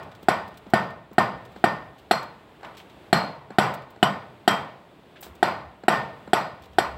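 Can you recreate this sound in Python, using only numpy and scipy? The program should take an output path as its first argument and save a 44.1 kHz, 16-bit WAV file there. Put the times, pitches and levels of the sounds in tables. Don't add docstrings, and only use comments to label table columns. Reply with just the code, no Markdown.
import sys
import numpy as np
from scipy import signal
from scipy.fft import rfft, irfft, next_fast_len
from scipy.io import wavfile
from scipy.ndimage import uniform_filter1d, minimum_filter1d, map_coordinates

SR = 44100
rng = np.random.default_rng(int(sys.argv[2]) if len(sys.argv) > 2 else 0)


def decibels_to_gain(level_db):
    exponent = np.asarray(level_db, float) / 20
    return 10 ** exponent


def int16_out(signal):
    q = np.round(np.clip(np.atleast_2d(signal).T, -1, 1) * 32767)
    wavfile.write(sys.argv[1], SR, q.astype(np.int16))


N = 307377
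TAIL = 2 ** 15


def along(points, hz):
    f, value = np.transpose(points)
    return np.interp(np.log(hz + 1), np.log(f + 1), value)


def wobble(rate, size):
    knots = rng.standard_normal(int(size * rate / SR) + 4)
    return map_coordinates(knots, [np.arange(size) * rate / SR])


def add(out, s, sound):
    at = round(s * SR)
    sound = sound[max(-at, 0):][:N - max(at, 0)]
    out[max(at, 0):][:len(sound)] += sound


def coloured(spectrum, size, tilt_db=0):
    hz = np.fft.rfftfreq(size, 1 / SR)
    z = rfft(rng.standard_normal(size)) * decibels_to_gain(along(spectrum, hz))
    tilt = decibels_to_gain(tilt_db * np.log2((hz + 50) / 4000))
    return irfft(z * tilt, size) / np.std(irfft(z, size))


def resonance(f, centre, width):
    return 1j * f * width / (centre * centre - f * f + 1j * f * width)


def struck(modes, contact_s, low_db):
    size = 2 ** 12
    f = np.fft.rfftfreq(size, 1 / SR)
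    push = np.sin(np.pi * np.clip(np.arange(size) / (contact_s * SR), 0, 1))
    body = 0
    for k, (centre, width, db) in enumerate(modes):
        sign_and_lift = -decibels_to_gain(low_db) if k == 0 else 1
        body = body + sign_and_lift * decibels_to_gain(db) * resonance(f, centre, width)
    knock = irfft(rfft(push) * body, size)
    return knock / np.abs(knock).max()


STRIKE_TIMES = [-.17, .2848, .7357, 1.1821, 1.6404, 2.1108, 3.1284, 3.5846, 4.0279, 4.4773, 5.4277, 5.8821,
                6.3324, 6.7845]
# columns strength [level/dB], slab thump [level/dB], bite into the stone [level/dB]
BLOW_FORCES = [(-9, -1, 2), (-11.5, -0.5, 5), (-10.5, 4.5, 1), (-9.5, 3, -0.5), (-12, 1.5, 1.5),
               (-14, -2.5, 10), (-8, 4.5, 7.5), (-7, 3, 7), (-11, 4.5, 5.5), (-9, 0, 10),
               (-10.5, -5.5, 3.5), (-6.5, -0.5, 6.5), (-10.5, -3, 8.5), (-14, -8, 8)]
GRIP_FREE_HZ = [1560, 1570, 1730, 1910, 1920, 4300, 4260, 1380, 3030, 3250, 4050, 1910, 4070, 4060]


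def mallet():
    out = np.zeros(N)
    usual_db, yard_follows = -7, 0.9
    for s, free_hz, (db, thump_db, bite_db) in zip(STRIKE_TIMES, GRIP_FREE_HZ, BLOW_FORCES):
        yard_db = -17.5 + yard_follows * (db - usual_db)
        add_knock(out, s, db, thump_db)
        add(out, s, decibels_to_gain(db + bite_db - 9.5) * stone_crack())
        add_ringing(out, s, yard_db, free_hz, thump_db, bite_db)
        dull_db = -1.26 + 0.13 * bite_db
        add(out, s, decibels_to_gain(yard_db) * yard(dull_db))
    return out


# columns f/Hz, width [f/Hz], level/dB
KNOCK_MODES = [(240, 55, 2), (366, 55, 5), (695, 80, -1), (1384, 60, 6), (1904, 60, 6), (3450, 300, -30)]
# columns lag [t/s], level/dB
BOUNCE_PATHS = [
    (0, -.7),
    (.0012, 0),
    (.0024, -1.7),
    (.0036, -16),
]


def add_knock(out, s, db, thump_db):
    t = np.arange(2 ** 12) / SR
    knock = struck(KNOCK_MODES, .00059, thump_db) / (1 + (t / .008) ** 3)
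    for lag, bounce_db in BOUNCE_PATHS:
        add(out, s + lag, decibels_to_gain(db + bounce_db + 13) * knock)


# columns f/Hz, level/dB per Hz
CRACK_SPECTRUM = [(1590, -6), (2700, -6.5), (3050, -4.5), (3770, -7.5), (4870, -11), (6070, -38),
                  (7680, -15), (9000, -24.5), (11700, -22.5), (16500, -40)]


def stone_crack():
    t = np.arange(2 ** 12) / SR
    return coloured(CRACK_SPECTRUM, len(t)) * (1 - np.exp(-t / 0.0015)) * decibels_to_gain(-60 * t / 0.05)


MODE_HZ = [140, 1470, 1818, 3188, 4240, 4835, 195, 2980, 5600, 7800, 11400, 3563]
MODE_BLUR_HZ = [60, 35, 28, 40, 200, 340, 60, 300, 600, 1000, 500, 60]
# columns level/dB, t60 [t/s], clean share [ratio], first ping [level/dB]
MODE_RINGS = [(-31, 0.65, 0.068, -17), (-30.5, 0.44, 0.21, -18), (-36.5, 0.54, 1.5, 10),
              (-36.5, 0.33, 1.84, -11), (-35.5, 0.37, 0.56, 12), (-36.5, 0.4, 0.2, -6), (-31, 0.4, .1, -12),
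              (-36.5, 0.18, 0.045, 21.5), (-47, 0.21, .05, 5), (-56, 0.29, .05, -12), (-51.5, 0.17, .05, 9),
              (-40.5, 0.17, 1.2, -1)]
MODE_GRIPPED_DB = [-4, -5.5, -5, -14.5, -16.5, -6.5, 1.5, -11, 0, 0., -1, -4.5]


def add_ringing(out, s, yard_db, free_hz, thump_db, bite_db):
    free_db, free_octaves = 23, .06
    for hz, blur_hz, mode, gripped_db in zip(MODE_HZ, MODE_BLUR_HZ, MODE_RINGS, MODE_GRIPPED_DB):
        freed_db = free_db / (1 + (np.log2(hz / free_hz) / free_octaves) ** 2)
        driven_db = 0
        if hz < 300:
            driven_db = thump_db
        elif hz > 5000:
            driven_db = bite_db
        add(out, s, decibels_to_gain(yard_db + gripped_db + freed_db + driven_db + 23) * ring(hz, blur_hz, *mode))


def ring(hz, blur_hz, db, t60, clean, ping_db):
    t = np.arange(TAIL // 2 + TAIL // 4) / SR
    knots = [1, 1j] @ rng.standard_normal(size=(2, 800))
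    smear = clean + np.interp(t * blur_hz, np.arange(len(knots)), knots)
    tail = smear * decibels_to_gain(-60 * t / t60) * (1 - np.exp(-t / 0.0023))
    ping = decibels_to_gain(ping_db - 60 * t / .022) * (1 - np.exp(-t / .001))
    return decibels_to_gain(db) * np.imag((ping + tail) * np.exp(2j * np.pi * hz * t))


# columns f/Hz, level/dB per Hz
YARD_SPECTRUM = [(35, -72), (60, -17), (113, -7), (311, -9), (366, -9.5), (691, -2), (1060, -3.5),
                 (1210, -1.5), (1470, -6.5), (4220, -24), (6600, -38), (7780, -41), (15400, -40.5),
                 (16500, -42)]
# columns f/Hz, width [f/Hz], level/dB
YARD_NOOKS = [(544, 92, -2), (649, 110, 3), (810, 75, 1.5), (906.7, 30, 6.5), (1051, 84, 5.5),
              (1124, 7, -9.5), (1485, 150, 5.5), (1595, 27, -22), (1940, 90, 6), (2344, 220, 3)]
# columns f/Hz, t60 [t/s]
YARD_DECAY = [(80, 1), (210, 0.52), (560, 0.53), (1470, 0.38), (3880, 0.45), (10200, 0.33)]
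# level/dB, t60 factor [ratio]
SLOW_TAIL = (-21.5, 2.35)


def yard(tilt_db):
    t, f = np.arange(TAIL) / SR, np.fft.rfftfreq(TAIL, 1 / SR)
    nooks_db = sum(db / (1 + (2 * (f - c) / w) ** 2) for c, w, db in YARD_NOOKS)
    rush = irfft(rfft(coloured(YARD_SPECTRUM, TAIL)) * decibels_to_gain(nooks_db), TAIL)
    hz, frames, z = signal.stft(rush, SR, nperseg=512)
    decay_db = -60 * frames / along(YARD_DECAY, hz)[:, None]
    slow_db, slower = SLOW_TAIL
    fade = decibels_to_gain(decay_db) + decibels_to_gain(slow_db + decay_db / slower)
    tilt = decibels_to_gain(tilt_db * np.log2((hz[:, None] + 50) / 1000))
    tail = signal.istft(z * tilt * fade, SR, nperseg=512)[1][:TAIL]
    return tail * (1 - np.exp(-(t / .008) ** 2))


# columns t/s, peak [level/dB], thud [level/dB], yard [level/dB]
CHISEL_SEATS = [(0.07, -50, -2, -14), (0.23, -31, 23, -39), (0.666, -30, 27, -23), (1.114, -30, 24, -25),
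                (1.562, -27, 16, -32), (2.609, -39, -7, -17), (2.631, -28, -19, -11),
                (2.648, -28.5, -11, -28), (3.505, -24.5, 14.5, -22.5), (3.961, -38, 7, -44),
                (3.975, -37, 20, -32), (5.227, -30.5, -5, -18.5), (5.265, -33, 13, -24),
                (5.836, -25.5, 14.5, -26), (6.276, -25.5, 17, -30), (6.735, -76, 10, -20)]
# columns f/Hz, width [f/Hz], level/dB
SEAT_MODES = [(205, 20, -2), (690, 185, -4.5), (1450, 90, -8), (4100, 210, -23), (7560, 170, -19)]


def chisel():
    out = np.zeros(N)
    for s, db, thud_db, yard_db in CHISEL_SEATS:
        knock = struck(SEAT_MODES, .00016, thud_db)
        add(out, s, decibels_to_gain(db - 4.5) * knock)
        add(out, s + 0.0024, decibels_to_gain(db - 0.5) * knock)
        add(out, s, decibels_to_gain(db + yard_db) * yard(0))
    return out


# columns f/Hz, level/dB per Hz
GRIT_SPECTRUM = [(500, -32), (1500, 7), (3500, 8.5), (6300, -11), (7800, -14), (10000, -23), (15500, -19),
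                 (16500, -21)]


def grit(events, fall_s):
    out, t = np.zeros(N), np.arange(2 ** 13) / SR
    shape = (1 - np.exp(-t / 0.0024)) * decibels_to_gain(-30 * t / fall_s)
    for s, db, tilt_db in events:
        grains = decibels_to_gain(2.2 * wobble(600, len(t)))
        add(out, s, decibels_to_gain(db - 12) * coloured(GRIT_SPECTRUM, len(t), tilt_db) * grains * shape)
    return out


# columns t/s, peak [level/dB], brightness [level/dB per octave]
CHIP_FALLS = [(0.028, -34, 7), (0.115, -32, 2), (0.1491, -34.5, 6), (0.2264, -33, 9.5), (0.43, -50, 4),
              (0.476, -37, 9.5), (0.5397, -39, 4), (0.571, -33, 9.5), (0.7, -38, 11), (0.902, -38, 8),
              (1.13, -43, 14.5), (1.45, -33, 8), (1.5179, -44, 10), (2.227, -28, 7), (2.646, -29, -4),
              (2.7472, -35, 2.), (2.7994, -31.5, -2), (2.896, -35, 4), (3.7375, -27, 12), (3.8194, -38, 4),
              (3.902, -41, 12), (4.2194, -38, -10), (5.126, -46, -3), (5.208, -41.5, 23), (5.351, -38, 10),
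              (6.62, -37, 7), (6.6353, -31, 5), (6.654, -37, 7), (6.731, -38.5, 5)]


def chips():
    return grit(CHIP_FALLS, 0.026)


# columns t/s, peak [level/dB], brightness [level/dB per octave]
TIP_DRAGS = [
    (1.5569, -41.5, 4),
    (1.981, -42, 6.5),
    (2.768, -31, 6),
    (5.157, -38.5, -5),
    (5.225, -28.5, 10.5),
]


def drags():
    return grit(TIP_DRAGS, 0.095)


# columns f/Hz, level/dB per Hz
TOWN_SPECTRUM = [(15, -51), (25, -29), (43, 0.5), (208, -4), (368, -5), (410, -5.5), (483, -8.5),
                 (617, -7.5), (1780, -19.5), (3510, -22), (5720, -39), (13000, -43.5), (16500, -37)]


def town():
    t = np.arange(N) / SR
    hush_db, recover_s = 6, 0.64
    since = t - np.take(STRIKE_TIMES, np.searchsorted(STRIKE_TIMES, t) - 1)
    level_db = -47.5 - hush_db * np.exp(-since / recover_s)
    patches = decibels_to_gain(0.34 * wobble(2.9, N) + 1.5 * wobble(3.7, N))
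    return decibels_to_gain(level_db) * coloured(TOWN_SPECTRUM, N) * patches


# columns t/s, level/dB
BREEZE_LEVEL = [(0, -50), (1.2, -53), (2, -49), (2.5, -65), (3.3, -51), (4.7, -68), (5.4, -58), (6.6, -52),
                (6.97, -36)]
# columns t/s, level/dB
WIND_GUSTS = [
    (1.645, -49),
    (3.59, -51),
    (5.31, -39),
    (5.66, -33),
    (6.62, -41),
]


def breeze():
    t = np.arange(N) / SR
    level_db = np.interp(t, *np.transpose(BREEZE_LEVEL))
    for at, db in WIND_GUSTS:
        level_db = np.maximum(level_db, db - 250 * np.abs(t - at))
    rumble = coloured([(15, -24), (35, -17), (65, 19), (110, -2), (200, -40), (400, -120)], N)
    return decibels_to_gain(level_db - 2.5 + 2.6 * wobble(1.5, N)) * rumble


def scene():
    return (mallet() + chisel() + chips() + drags() + town() + breeze())[None]


# f/Hz, width [f/Hz], lift [level/dB]
MIC_PORT = (7800, 800, 5)


def microphone(x):
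    size = next_fast_len(N + SR)
    f = np.fft.rfftfreq(size, 1 / SR)
    centre, width, lift_db = MIC_PORT
    bass_cut = (1j * f / (1j * f + 70)) ** 3
    peak = 1 + (decibels_to_gain(lift_db) - 1) * resonance(f, centre, width)
    top_cut = decibels_to_gain(np.interp(f, [15800, 16000], [0, -26]))
    return irfft(rfft(x, size) * bass_cut * peak * top_cut, size)[:, :N]


def band_limit(x):
    return signal.sosfilt(signal.butter(12, 16820, fs=SR, output="sos"), x)


def record(dry):
    heard = microphone(dry)
    over_db = np.maximum(20 * np.log10(np.abs(heard[0]) / .92 + 1e-9), 0)
    ramp = np.arange(N) / SR * 140
    held_db = np.maximum.accumulate(over_db + ramp) - ramp
    ahead, glide = int(.017 * SR) | 1, int(.011 * SR) | 1
    early_db = -minimum_filter1d(-held_db, ahead, origin=-(ahead // 2))
    duck_db = uniform_filter1d(early_db, glide, origin=glide // 2)
    return band_limit(heard * decibels_to_gain(-duck_db))


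dry = scene()
out = record(dry)
int16_out(out)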